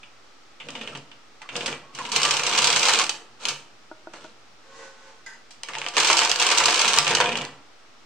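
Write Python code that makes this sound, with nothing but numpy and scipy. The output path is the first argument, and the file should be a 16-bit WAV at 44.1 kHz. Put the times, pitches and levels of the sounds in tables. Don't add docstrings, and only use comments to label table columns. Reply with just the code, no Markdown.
import sys
import numpy as np
from scipy import signal
from scipy.fft import rfft, irfft, next_fast_len
from scipy.io import wavfile

SR = 44100
rng = np.random.default_rng(int(sys.argv[2]) if len(sys.argv) > 2 else 0)


def store_wav(level_fs):
    pcm = np.round(np.clip(np.atleast_2d(level_fs), -1, 1) * 32767)
    wavfile.write(sys.argv[1], SR, pcm.T.astype(np.int16))


N = 355225

# [f/Hz, relative level per Hz/dB]
STEEL_COLOUR = [(30, -42), (70, -20), (125, -28), (220, -18.5), (450, -5), (650, -8), (1050, -3.5),
                (2000, -0.5), (2800, -2.5), (3700, -5), (5500, -9.5), (8300, -14), (10000, -29),
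                (15500, -40.5)]
# [f/Hz, width/Hz, lift/dB]
BED_RESONANCES = [(143.7, 19.6, 15.5), (296.6, 11, 8), (342.5, 5.3, 12.5), (398, 29, -6.5), (467, 23, 2.5),
                  (522, 26, 1.5), (715, 20, 11), (926, 160, 5), (1179, 20, 4.5), (1360, 17, 4),
                  (1574, 340, -2), (2970, 21, 4.5), (3400, 13, -8), (6220, 68, 6.5)]
# [t/s, relative level/dB, chatter decay/s]
CAM_HITS = [(0.0318, -41, 0.0097), (0.6007, -33.5, 0.021), (0.6864, -32.5, 0.0077), (0.7525, -29.5, .008),
            (0.8123, -29.5, 0.011), (.8749, -29.5, .006), (0.9509, -32.5, 0.0057), (1.115, -41, 0.01),
            (1.49, -31, 0.0087), (1.5548, -28.5, 0.0073), (1.6073, -27.5, 0.0046), (1.7271, -29.5, 0.0037),
            (2.0515, -29.5, 0.0062), (5.7353, -30.5, 0.001), (5.7442, -34.5, 0.0018),
            (5.7525, -28, 0.00064), (5.8166, -27, 0.00071), (5.843, -38, 0.0013), (5.8644, -23.5, 0.00067),
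            (5.873, -34, .001), (7.068, -18, 0.0027), (7.089, -22.5, 0.0018), (7.128, -22, .002),
            (7.1704, -19.5, 0.0019), (7.2124, -16.5, 0.0015), (7.2585, -20.5, 0.0026),
            (7.2859, -31, 0.0054), (7.319, -26, .005), (7.3548, -22.5, .005), (7.412, -26.5, .007)]
# [t/s, push level/dB, share of the cams filled with needles 0-1]
OUTWARD_PASS = [(2.1, -51, 0.46), (2.14, -41.5, 0.94), (2.28, -36.5, 0.87), (2.44, -41, 0.83),
                (2.55, -36, 0.9), (2.92, -35.5, 0.96), (3.02, -35.5, 0.89), (3.14, -61.5, 1),
                (3.3, -97, 0.5)]
RETURN_PASS = [(5.935, -51, 0.57), (5.979, -35.5, 0.85), (6.24, -39, 1), (6.376, -42.5, 0.62),
               (6.41, -34.5, 0.8), (6.96, -33.5, 0.73), (7.03, -39.5, 0.76), (7.22, -34.5, 0.077),
               (7.43, -46, .05), (7.64, -83, .03)]


def amp(db):
    return 10 ** (np.asarray(db) / 20)


def unit(x):
    return x / np.sqrt(np.mean(x ** 2) + 1e-20)


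def read(points, hz):
    f, value = np.transpose(points)
    return np.interp(np.log(hz + 1), np.log(f), value)


def add(mix, s, sound):
    part = mix[:, round(s * SR):][:, :sound.shape[-1]]
    part += sound[..., :part.shape[-1]]


def colour(x, points, resonances=(), size=8192):
    hz = np.fft.rfftfreq(size, 1 / SR)
    db = read(points, hz)
    for f, width, lift in resonances:
        db = db + lift / (1 + (2 * (hz - f) / width) ** 2)
    log_gain = np.log(amp(np.r_[db, db[-2:0:-1]]))
    kernel = np.fft.ifft(np.exp(np.conj(signal.hilbert(log_gain)))).real
    kernel /= np.linalg.norm(kernel)
    return signal.oaconvolve(x, kernel[None], axes=1)[:, :x.shape[1]]


def split(x, low_hz, high_hz):
    bands = [(low_hz, "low"), ([low_hz, high_hz], "band"), (high_hz, "high")]
    return [signal.sosfilt(signal.butter(6, edge, kind, fs=SR, output="sos"), x) for edge, kind in bands]


def level(rows):
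    s, db = np.transpose(rows)
    return amp(np.interp(np.arange(N) / SR, s, db, left=-np.inf, right=-np.inf))


def after(times, decay):
    kicks = np.bincount(np.round(np.array(times) * SR).astype(int), minlength=N)[:N]
    trail = signal.lfilter([1], [1, -np.exp(-1 / (decay * SR))], kicks + 1e-12)
    return np.minimum(trail, 1)


def room(x, wet_db, gap=0.0035, turns_per_s=2.3, count=3):
    # [f/Hz, t60/s]
    room_decay = [(120, 0.37), (320, 1), (840, 0.66), (2200, 0.41), (5800, 0.31), (14000, 0.41)]
    reflections_per_s = 4000
    out = x
    for k in range(count):
        present = rng.random((2, SR // 2)) < reflections_per_s / SR
        taps = rng.choice([-1., 1.], (2, SR // 2)) * present
        hz, t, z = signal.stft(taps, SR, nperseg=256)
        fade = amp(-60 * t / read(room_decay, hz)[:, None])
        tail = signal.istft(z * fade, SR, nperseg=256)[1]
        tail *= np.arange(tail.shape[1]) > gap * SR
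        tail /= np.linalg.norm(tail[0])
        share = np.sqrt(2 / count) * np.cos(np.pi * (2 * turns_per_s * np.arange(N) / SR + k / count))
        out = out + amp(wet_db) * signal.oaconvolve(x * share, tail, axes=1)[:, :N]
    return out


def struck(hits, modes, gain_db, rise, wet_db):
    out, t = np.zeros((2, N)), np.arange(SR // 5) / SR
    rings = np.array([amp(db - 60 * t / t60) * np.exp(2j * np.pi * hz * t) for hz, db, t60 in modes])
    rings = rings * (1 - np.exp(-t / rise))
    for s, db in hits:
        phases = np.exp(2j * np.pi * rng.random((len(modes), 2, 1)))
        add(out, s, amp(db + gain_db) * (phases * rings[:, None]).imag.sum(0))
    return room(out, wet_db, count=2)


def room_noise():
    # [f/Hz, relative level per Hz/dB]
    quiet_colour = [(15, -33), (25, -5), (91, -16.5), (122, -1.5), (148, -13.5), (233, -4.5), (378, -5.5),
                    (495, -6), (552, -7), (848, -5.5), (970, -9.5), (1300, -3.5), (1490, -8.5),
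                    (5580, -14.5), (15500, -41)]
    # [f/Hz, side over mid level/dB]
    quiet_width = [(60, -10), (400, -3.5), (1300, -3), (4400, -1)]
    quiet_db = -55.5
    size = next_fast_len(N)
    noise = unit(colour(rng.standard_normal((2, N)), quiet_colour))
    mid, side = rfft(amp(quiet_db) * noise, size)
    side = side * amp(read(quiet_width, np.fft.rfftfreq(size, 1 / SR)))
    return irfft(np.array([mid + side, mid - side]), size)[:, :N]


def cam_rings():
    # [f/Hz, relative level/dB, t60/s]
    cam_modes = [(2500, -5, 0.13), (2693, 1, 0.11), (2875, -1, 0.14), (3050, -2, .11), (3230, -7, 0.088)]
    hits = [(s, db) for s, db, _ in CAM_HITS]
    return struck(hits, cam_modes, gain_db=-14.5, rise=0.0005, wet_db=-6)


def blows(push_db, filled):
    # [t/s, relative level/dB, chatter decay/s]
    snaps = [(.7046, -41.5, 0.003), (.834, -49, .004), (.9737, -45, 0.0026), (1.5646, -28.5, 0.005),
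             (1.6601, -24.5, 0.008), (1.9497, -37.5, .007), (2.1181, -25, .007), (2.1613, -16.5, .007),
             (2.2315, -19, 0.0066), (2.252, -23, 0.005), (2.3096, -19.5, 0.0046), (2.3378, -30, 0.0053),
             (2.4663, -22.5, 0.0055), (2.5776, -19.5, 0.0039), (2.6432, -17, .006), (2.702, -21, 0.003),
             (2.7658, -20.5, 0.01), (2.829, -21, 0.011), (2.854, -21, 0.0047), (2.8839, -20, .006),
             (2.935, -20, 0.0042), (2.996, -23.5, 0.0046), (3.0939, -21, 0.0042), (3.4535, -24.5, 0.0035),
             (3.4848, -21.5, 0.011), (4.1595, -54, .003), (5.5075, -43.5, 0.023), (5.6339, -30, 0.0012),
             (5.785, -33.5, 0.0012), (5.8849, -30.5, .004), (5.9802, -20.5, 0.011), (6.0011, -19, 0.003),
             (6.0463, -20, 0.017), (6.0703, -18, 0.034), (6.1295, -19, 0.0028), (6.1692, -16.5, 0.018),
             (6.1909, -18, 0.0026), (6.249, -20.5, 0.0035), (6.296, -24, .009), (6.3153, -18, 0.0017),
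             (6.399, -18.5, 0.008), (6.4239, -20, 0.0079), (6.4658, -18, 0.0047), (6.514, -18.5, 0.0096),
             (6.5754, -18, 0.0066), (6.6559, -20, .01), (6.707, -24, 0.0047), (6.758, -24.5, 0.0041),
             (6.7933, -19.5, 0.0049), (6.8176, -19.5, 0.0021), (6.879, -16.5, 0.012), (6.9338, -21, 0.0016),
             (6.9862, -13, 0.0011), (7.0458, -29, .004), (7.0776, -23.5, 0.0043), (7.15, -17, .004),
             (7.3745, -31.5, 0.0033), (7.4509, -35.5, 0.00052)]
    # [t/s, relative level/dB]
    clacks = [(1.4177, -40), (1.6783, -29), (1.9875, -32.5), (2.8925, -24), (4.1362, -42), (5.686, -33),
              (5.9677, -17.5), (6.1, -16.5), (6.216, -18.5), (6.5144, -21), (6.6025, -19), (6.6821, -20),
              (6.9735, -21.5), (7.1071, -23), (7.202, -18)]
    # [plates level/dB, cams level/dB, bright tick level/dB]
    filled_voice = (2.5, 2, 13)
    cam_voice, snap_voice, clack_voice = (-10.5, -0.46, -15.5), (-12.5, -2.5, 0), (0, -3, -5)
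    lesser_voice = (0, 3.6, -2.5)
    clack_decay_s, lesser_decay_s = 0.008, 0.0035
    needles_per_s, jitter = 33, 0.22
    spread_db = 4

    timed_clacks = [(s, db, clack_decay_s) for s, db in clacks]
    kinds = [(CAM_HITS, cam_voice), (snaps, snap_voice), (timed_clacks, clack_voice)]
    rows = [(s, *(db + np.array(voice)), decay) for table, voice in kinds for s, db, decay in table]
    for curve in (OUTWARD_PASS, RETURN_PASS):
        times = np.arange(curve[0][0], curve[-1][0], 1 / needles_per_s)
        for s, (late, *uneven) in zip(times, rng.standard_normal((len(times), 4))):
            s = s + late * jitter / needles_per_s
            at = round(s * SR)
            voice = np.array(lesser_voice) + filled[at] * np.array(filled_voice)
            voice = voice + spread_db * np.array(uneven)
            rows.append((s, *(push_db[at] + voice), lesser_decay_s))
    return rows


def needles(hits, clack_db=4, cam_db=1.0, tick_db=4, plate_decay=0.0093, ring_decay=0.019, order=12):
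    out, t = np.zeros((2, N)), np.arange(SR // 14) / SR
    span, ring_db = 0.008, -18.5
    chatter = np.array(split(rng.standard_normal((2, N)), low_hz=2160, high_hz=3703))
    for s, clack, cam, tick, decay in hits:
        low, middle, high = chatter[:, :, rng.integers(N - len(t)):][:, :, :len(t)]
        snap, thud = (np.sqrt(2 * span / d) * np.exp(-t / d) for d in (decay, decay + plate_decay))
        hz = np.exp(rng.uniform(np.log(800), np.log(9000), order))
        ring_level = ring_db + read([(1500, clack), (2800, cam), (4500, tick)], hz)
        sizes = amp(ring_level) * rng.choice([-1, 1], (2, order))
        ring = sizes @ np.sin(2 * np.pi * hz[:, None] * t) * np.exp(-t / ring_decay)
        plate_part = amp(clack + clack_db) * low * thud
        bright_part = (amp(cam + cam_db) * middle + amp(tick + tick_db) * high) * snap
        add(out, s, plate_part + bright_part + ring)
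    return room(colour(out, STEEL_COLOUR, BED_RESONANCES), wet_db=-6)


def motion():
    # [t/s, length/s, push level/dB, share of the cams filled 0-1]
    shoves = [(0.607, .37, -51, 0.3), (1.504, 0.22, -43.5, 0.44), (1.926, 0.21, -51.5, 0.9),
              (3.39, 0.13, -44, 0.8), (4.106, 0.15, -51, 0.35), (5.645, 0.23, -47, 0.4)]
    attack_s, release_db_per_s = 0.063, 201
    slip_db, slip_s = 3.5, 0.057
    t = np.arange(N) / SR
    strokes = []
    for curve in (OUTWARD_PASS, RETURN_PASS):
        s, db, share = np.transpose(curve)
        push = np.interp(t, s, db, left=-np.inf, right=-np.inf)
        strokes.append((push, np.interp(t, s, share)))
    for start, length, db, share in shoves:
        attack = 20 * np.log10(np.clip((t - start) / attack_s, 1e-9, 1))
        release = release_db_per_s * np.maximum(t - start - length, 0)
        strokes.append((db + attack - release, np.full(N, share)))
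    push_db, filled = np.array(strokes).transpose(1, 0, 2)
    filled = np.clip(filled[push_db.argmax(0), np.arange(N)], 0, 1)
    slips = after([s for s, _, _ in CAM_HITS], slip_s)
    return push_db.max(0) + slip_db * slips, filled


def latches(per_s=1000, spread_db=4.5, decay=0.00091, slide_db=-14):
    sizes = amp(spread_db * np.minimum(rng.exponential(1, N), 3)) * (rng.random(N) < per_s / SR)
    energy = signal.lfilter([1], [1, -np.exp(-2 / (decay * SR))], sizes ** 2)
    envelope = np.sqrt(energy / energy.mean() + amp(slide_db) ** 2)
    return envelope * rng.standard_normal((2, N))


def carriage(push_db, filled, jolt_db, shell_db=1, deep_db=-10):
    # [t/s, place on the bed, 0 at the right end to 1 at the left]
    place = [(.6, 0.054), (1.9, 0.12), (3.1, 0.49), (5.95, 0.79), (6.4, 0.92), (7.3, 0)]
    rumble_base_db, rumble_travel_db = -38, -17.5
    firm_push_db, rumble_follow = -34, 0.58
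    clatter_db, clatter_filled_db = -2.5, 13
    rattle_db, rattle_filled_db = -5, 19.5
    shell_travel_db = -4

    shaking = room(colour(latches(), STEEL_COLOUR, BED_RESONANCES), wet_db=-1.5)
    deep, rumble, _ = split(shaking, low_hz=80, high_hz=270)
    _, shell, _ = split(shaking, low_hz=266, high_hz=675)
    _, clatter, rattle = split(shaking, low_hz=718, high_hz=1940)
    position = np.interp(np.arange(N) / SR, *np.transpose(place))
    rumble_db = rumble_base_db + rumble_follow * (push_db - firm_push_db) + rumble_travel_db * position
    parts = [(shell, shell_db + shell_travel_db * position),
             (clatter, clatter_db + clatter_filled_db * filled + jolt_db),
             (rattle, rattle_db + rattle_filled_db * filled + jolt_db)]
    rail = amp(rumble_db) * unit(rumble + amp(deep_db) * deep)
    return rail + sum(amp(push_db + db) * unit(part) for part, db in parts)


def plates(swell=0.0043):
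    # [t/s, f/Hz, level at the swell's peak/dB]
    plate_knocks = [(0.925, 1300, -42), (1.42, 880, -41), (3.005, 1080, -22), (5.767, 900, -29),
                    (7.206, 960, -18)]
    out, t = np.zeros((2, N)), np.arange(SR // 10) / SR
    for s, hz, db in plate_knocks:
        envelope = amp(db) * t / swell * np.exp(1 - t / swell)
        add(out, s, envelope * np.sin(2 * np.pi * (hz * t + rng.random((2, 1)))))
    return room(out, wet_db=-24, count=2)


def scrape(width_hz=70):
    # [t/s, f/Hz, level/dB]
    scrape_path = [(1.41, 880, -59), (1.425, 900, -49), (1.46, 1150, -49), (1.53, 1100, -75),
                   (1.96, 1100, -56), (2.006, 1067, -37), (2.035, 920, -40), (2.11, 994, -43.5),
                   (2.29, 1190, -32), (2.44, 1092, -49)]
    s, hz, db = np.transpose(scrape_path)
    turn = np.exp(2j * np.pi * np.cumsum(np.interp(np.arange(N) / SR, s, hz)) / SR)
    r = np.exp(-np.pi * width_hz / SR)
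    noise = rng.standard_normal((2, N)) + 1j * rng.standard_normal((2, N))
    grip = signal.lfilter([1], np.poly([r, r]), noise)
    return level(np.c_[s, db]) * unit((turn * grip).real)


def handle_knocks():
    # [t/s, relative level/dB]
    knock_times = [(3.914, -34), (4.071, -34), (4.139, -40), (4.245, -37)]
    # [f/Hz, relative level/dB, t60/s]
    handle_modes = [(332, -1, 0.053), (631, -1, 0.067), (770, -4, 0.032), (927, -4, 0.048),
                    (1365, -7, 0.036), (1443, -4, 0.056)]
    return struck(knock_times, handle_modes, gain_db=1, rise=0.00095, wet_db=-14.5)


def yarn():
    # [t/s, relative level/dB]
    rub_level = [(4.62, -64), (4.78, -44), (4.85, -43), (4.96, -55), (5.09, -49.5), (5.22, -61)]
    # [f/Hz, relative level per Hz/dB]
    rub_colour = [(120, -66), (200, -19), (447, -12.5), (723, -15.5), (1090, -8.5), (1320, -20),
                  (1540, -10.5), (2400, -18), (6940, -21), (12000, -44), (15600, -79), (22000, -120)]
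    # [f/Hz, width/Hz, lift/dB]
    wire_resonances = [(456, 14, 20), (538, 13, 22), (877, 15, 18), (1086, 30, 12), (1500, 12, 24),
                       (1950, 40, 11)]
    rub = colour(rng.standard_normal((2, N)), rub_colour, wire_resonances)
    return level(rub_level) * unit(rub)


def spring(gain_db=2, decay=0.04):
    # [t/s, relative level/dB]
    flicks = [(5.262, -39), (5.302, -54), (5.333, -56)]
    # [f/Hz, relative level per Hz/dB]
    spring_colour = [(200, -13), (1800, -5.5), (7000, -13), (10500, -21), (15500, -38)]
    # [f/Hz, width/Hz, lift/dB]
    spring_resonances = [(910, 70, 20), (1565, 120, 20), (1780, 67, 11), (1990, 190, 20), (4960, 170, 16),
                         (6400, 27, 17.5), (6700, 220, 13)]
    t = np.arange(N) / SR
    buzz = sum(amp(db) * (t > s) * np.exp(-abs(t - s) / decay) for s, db in flicks)
    return amp(gain_db) * colour(buzz * rng.standard_normal((2, N)), spring_colour, spring_resonances)


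def microphones(mid_side):
    # [f/Hz, gain of side over mid/dB]
    image_width = [(60, -17), (250, -24), (500, -20), (750, -16), (1400, -9), (2800, -5), (5600, -.6),
                   (12000, 0)]
    # [f/Hz, left over right level/dB]
    image_balance = [(600, 0), (1400, -.4), (2800, -1.2), (7000, -1.9), (14000, -1.2)]
    size = next_fast_len(N + 4096)
    hz = np.fft.rfftfreq(size, 1 / SR)
    mid, side = rfft(mid_side, size)
    side = side * amp(read(image_width, hz))
    lean = amp(read(image_balance, hz) / 2)
    return irfft(np.array([(mid + side) * lean, (mid - side) / lean]), size)[:, :N]


def scene():
    push_db, filled = motion()
    hits = blows(push_db, filled)
    jolt_range_db, jolt_s = 3.5, 0.012
    jolt_db = jolt_range_db * (after([hit[0] for hit in hits], jolt_s) - 1)
    machine = cam_rings() + needles(hits) + carriage(push_db, filled, jolt_db) + plates() + scrape()
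    pause = handle_knocks() + yarn() + spring()
    return room_noise() + microphones(machine + pause)


def record(dry):
    # [f/Hz, gain/dB]
    response = [(0, 0), (9000, 0), (9900, -9), (10700, -2), (11600, -11), (13000, -6), (14500, 0), (SR / 2, 0)]
    offset, edge_hz = 0.0024, 15850
    hz, db = np.transpose(response)
    heard = signal.oaconvolve(dry, signal.firwin2(255, hz, amp(db), fs=SR)[None], "same")
    clipped = np.clip(heard + offset, -1, 1)
    band_limit = signal.firwin(511, edge_hz, window=("kaiser", 9), fs=SR)
    return signal.oaconvolve(clipped, band_limit[None], "same")


dry = scene()
out = record(dry)
store_wav(out)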